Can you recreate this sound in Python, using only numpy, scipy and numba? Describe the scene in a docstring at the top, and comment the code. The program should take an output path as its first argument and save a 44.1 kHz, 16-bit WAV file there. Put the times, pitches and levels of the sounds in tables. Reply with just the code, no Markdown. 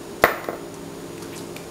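"""Wood knocking on a table

A small wooden piece knocks hard on a wooden table, then is set down with two soft bumps.
Fingers rub and tick on the wood, and a small room rings briefly over a low machine hum.
A pocket camera close by overloads on the knock, turns itself down and adds hiss and whine."""
import sys
import numpy as np
from scipy import signal
from scipy.fft import rfft, irfft
from scipy.io import wavfile
from numba import njit

SR = 44100
rng = np.random.default_rng(int(sys.argv[2]) if len(sys.argv) > 2 else 0)


def wav_record(signal):
    """Record a signal, one row per channel, as 16-bit PCM in the file named by sys.argv[1]."""
    frames = np.transpose(np.atleast_2d(signal))
    bounded = np.clip(frames, -1, 1)
    # unit amplitude maps onto the largest positive 16-bit level
    quanta = np.round(bounded * 32767).astype(np.int16)
    wavfile.write(sys.argv[1], SR, quanta)


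N = 74970
T = np.arange(N) / SR


def undb(db):
    """Turn decibels (dB) into a number to multiply by."""
    return 10 ** (np.asarray(db) / 20)


def unit(x):
    """Scale a signal so that its typical size is 1."""
    return x / np.std(x)


def frequencies():
    """List the frequencies in Hz that make up a sound of this length."""
    return np.maximum(np.arange(N // 2 + 1) * SR / N, 1)


def noise(db):
    """Make noise of typical size 1; db sets the balance between its frequencies."""
    return unit(irfft(rfft(rng.standard_normal(N)) * undb(db), N))


def colour(points):
    """Join (Hz, dB) points into a curve with a level for every frequency."""
    hz, db = np.array(points).T
    return np.interp(np.log(frequencies()), np.log(hz), db)


def hump(hz, octaves, floor_db):
    """Make a level curve with one broad peak, on a floor that drops away in the bass."""
    f = frequencies()
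    peak = np.exp(-.5 * (np.log2(f / hz) / octaves) ** 2)
    return 20 * np.log10(peak + undb(floor_db) * f / (f + 600))


def drift(rate_hz):
    """Wander up and down at random, mostly slower than the given rate."""
    return noise(-20 * np.log10(1 + (frequencies() / rate_hz) ** 4))


def fade(start, fade_s):
    """Start suddenly, then die away. The fade time is how long a drop of 60 dB takes."""
    return (T >= start) * np.exp(-np.log(1000) * np.maximum(T - start, 0) / fade_s)


def convolve(x, response):
    """Let every sample of a sound set off the given ring."""
    return signal.fftconvolve(x, response)[:N]


def machine_hum():
    """A machine hums with slightly wavering tones over a soft rush of air."""
    # Each row: pitch of a tone in Hz, level in dB.
    hum_tones = [(101, -53.5), (166.8, -46.5), (279.8, -47.5), (344.8, -42.5), (400.5, -43), (446, -48.5),
                 (602, -52), (905, -57), (1061, -61.5)]
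    # The rush of air. Each row: frequency in Hz, relative level in dB.
    air_colour = [(25, -56), (60, -23.5), (130, -1), (220, 2), (400, 1.5), (560, -8.5), (1000, -8.5),
                  (2000, -20.5), (5000, -18)]
    tones = np.zeros(N)
    for hz, db in hum_tones:
        level = np.sqrt(2) * undb(db + 2 * drift(1.35))
        tones += level * np.sin(2 * np.pi * (hz * T + rng.random()) + 0.23 * drift(4.3))
    return tones + undb(-39) * noise(colour(air_colour))


def finger_rubs():
    """Skin slips over wood in short, grainy swells of noise."""
    # Each row: middle in seconds, rough rise time in seconds, level in dB, pitch in Hz.
    rubs = [(0.226, 0.0061, -30, 5600), (1.229, 0.01, -38.5, 5100), (1.341, 0.029, -41, 2400),
            (1.364, 0.011, -34, 7600), (1.388, 0.019, -41, 4170), (1.575, 0.021, -44, 6100),
            (1.237, .05, -46, 1410)]
    roughness = np.exp(0.28 * drift(460))
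    grain = abs(unit(roughness * rng.choice([-1, 1], N)))
    sound = np.zeros(N)
    for middle, rise, db, hz in rubs:
        swell = np.exp(-2 * ((T - middle) / rise) ** 2)
        sound += undb(db) * swell * grain * noise(hump(hz, octaves=0.44, floor_db=-15.5))
    return sound


def room_ring(tint_db):
    """Many echoes blur into fading noise. tint_db raises or lowers its frequencies."""
    # Each row: middle of a frequency band in Hz, relative level in dB, fade time in seconds.
    bands = [(153, -2.5, 0.82), (408, -7, 0.33), (780, -11, 0.71), (1480, -4.5, 0.47), (2530, -12.5, 0.66),
             (6040, -6, 0.41)]
    delay_s, build_s = 0.0017, 0.0037
    log_centres = np.log([row[0] for row in bands])
    spectrum = rfft(rng.standard_normal(N))
    build = 1 - np.exp(-np.maximum(T - delay_s, 0) / build_s)
    ring = np.zeros(N)
    for this_band, (hz, db, fade_s) in zip(np.eye(len(bands)), bands):
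        share = np.interp(np.log(frequencies()), log_centres, this_band)
        band = irfft(spectrum * undb(db + tint_db) * share, N)
        shape = build * fade(0, fade_s)
        ring += band * shape / np.linalg.norm(shape)
    return ring


def wood_knocks():
    """Each blow is a short push that makes table and piece ring. A longer push sounds duller."""
    # Each row: start in seconds, strength in dB, rough contact time in milliseconds.
    blows = [(0.2384, 9, 0.25), (0.4440, -20.5, 0.17), (0.4871, 0.5, 0.97), (0.5314, -5.5, 1.08),
             (1.5624, -22, 0.78)]
    # The table's tones. Each row: pitch in Hz, relative level in dB, fade time in seconds.
    table_tones = [(369, -27.5, 0.054), (473, -19.5, 0.077), (596, -4, 0.013), (670, -15, 0.038),
                   (1229, 0.5, 0.0073), (3480, -6.5, 0.0047)]
    # The piece's tones, with the same columns.
    piece_tones = [(1056, -16, 0.043), (1287, -30, 0.082), (1530, -21, 0.049), (1566, -25, .04),
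                   (1778, -12, 0.043), (1988, -4.5, 0.018), (2340, -17, 0.016), (2750, -35, .02)]
    # Echoes from nearby walls. Each row: delay in seconds, level in dB.
    walls = [(.0102, -14.5), (.0158, -12.5), (.0195, -26)]
    # The knock as it spreads into the room. Each row: frequency in Hz, relative level in dB.
    spread = [(100, -20), (220, -12.5), (350, 5), (650, 5.5), (900, 1.5), (1400, -2), (2050, 1.5),
              (2500, 1), (3200, -9.5), (6500, -7)]
    force = np.zeros(N)
    for start, db, contact_ms in blows:
        age = np.maximum(T - start, 0) * 4000 / contact_ms
        push = age * np.exp(-np.minimum(age, 50))
        force += undb(db) * push / push.sum()
    table = sum(undb(db) * fade(0, fade_s) * np.cos(2 * np.pi * hz * T)
                for hz, db, fade_s in table_tones)
    lag_s = 0.001598  # the piece answers just after the table
    # Neighbouring tones swing against each other, so the ring swells a moment after the blow.
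    piece = sum((-1) ** k * undb(db) * fade(lag_s, fade_s) * np.sin(2 * np.pi * hz * (T - lag_s))
                for k, (hz, db, fade_s) in enumerate(piece_tones))
    bass_cut = signal.butter(2, 187, "high", fs=SR, output="sos")  # small wood gives off little bass
    direct = signal.sosfilt(bass_cut, convolve(force, table + piece))
    echoes = sum(undb(db) * np.interp(T - delay, T, direct) for delay, db in walls)
    wood_in_room = convolve(direct, room_ring(0))
    blow_in_room = undb(25.5) * convolve(force, room_ring(colour(spread)))
    return direct + echoes + wood_in_room + blow_in_room


def light_ticks():
    """Fingertips touch the wood, making tiny contacts that die away at once."""
    # Each row: start in seconds, level in dB, pitch in Hz.
    ticks = [(0.25, -17.5, 4100), (0.4426, -23, 1660), (0.742, -28.5, 6300), (1.1790, -30.5, 2220),
             (1.349, -37, 4530), (1.3780, -26.5, 7800), (1.4090, -36.5, 4230), (1.565, -23, 2520)]
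    return sum(undb(db) * fade(start, fade_s=0.019) * noise(hump(hz, octaves=0.23, floor_db=-9))
               for start, db, hz in ticks)


def scene():
    """Mix the wood and the fingers in the humming room."""
    fingers = light_ticks() + finger_rubs()
    knocks = wood_knocks()
    fingers_in_room = convolve(fingers, room_ring(tint_db=2.5))
    return (knocks + fingers + fingers_in_room + machine_hum())[None]


@njit
def follow_level(size, rise_s, fall_s):
    """Track how loud a sound is, rising at one speed and falling at another."""
    out, level = np.empty(len(size)), 0.
    for i in range(len(size)):
        seconds = rise_s if size[i] > level else fall_s
        level += (size[i] - level) / (seconds * SR)
        out[i] = level
    return out


def record(dry):
    """The camera turns loud sound down, adds hiss and whine, overloads and takes coarse samples."""
    # The microphone circuit's hiss. 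Each row: frequency in Hz, relative level in dB.
    hiss_colour = [(500, 18), (2000, 5.5), (4000, 1.5), (6000, -1), (7800, -6.5)]
    turn_down_above_db, squeeze_ratio = -28, 1.59
    whine_hz, camera_hz = 6890, 16000
    loudness = follow_level(abs(dry[0]), rise_s=0.041, fall_s=0.37)
    gain = np.minimum(undb(turn_down_above_db) / (loudness + 1e-9), 1) ** (1 - 1 / squeeze_ratio)
    hiss = undb(-42.5) * noise(colour(hiss_colour))
    whine = undb(-55.5) * np.sqrt(2) * np.sin(2 * np.pi * whine_hz * T)
    coarse = signal.resample(gain * dry[0] + hiss + whine, round(N * camera_hz / SR))
    # The overload is lopsided: it squashes the wave's tops and deepens its dips.
    coarse = np.clip(coarse - 0.36 * np.minimum(coarse ** 2, 1), -1, 1)
    bass_cut = signal.butter(1, 48, "high", fs=camera_hz, output="sos")
    coarse = signal.sosfilt(bass_cut, coarse)
    # Holding each sample mirrors the sound into the treble; that mirror image is lifted a little.
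    held = signal.resample(np.repeat(coarse, 8), N)
    lift_db = 2.5 * np.clip(4 * frequencies() / camera_hz - 2, 0, 1)
    bright = irfft(rfft(held) * undb(lift_db), N)
    treble_cut = signal.ellip(8, .1, 60, 15500, fs=SR, output="sos")
    return signal.sosfiltfilt(treble_cut, np.clip(bright, -1, 1))[None]


dry = scene()
out = record(dry)
wav_record(out)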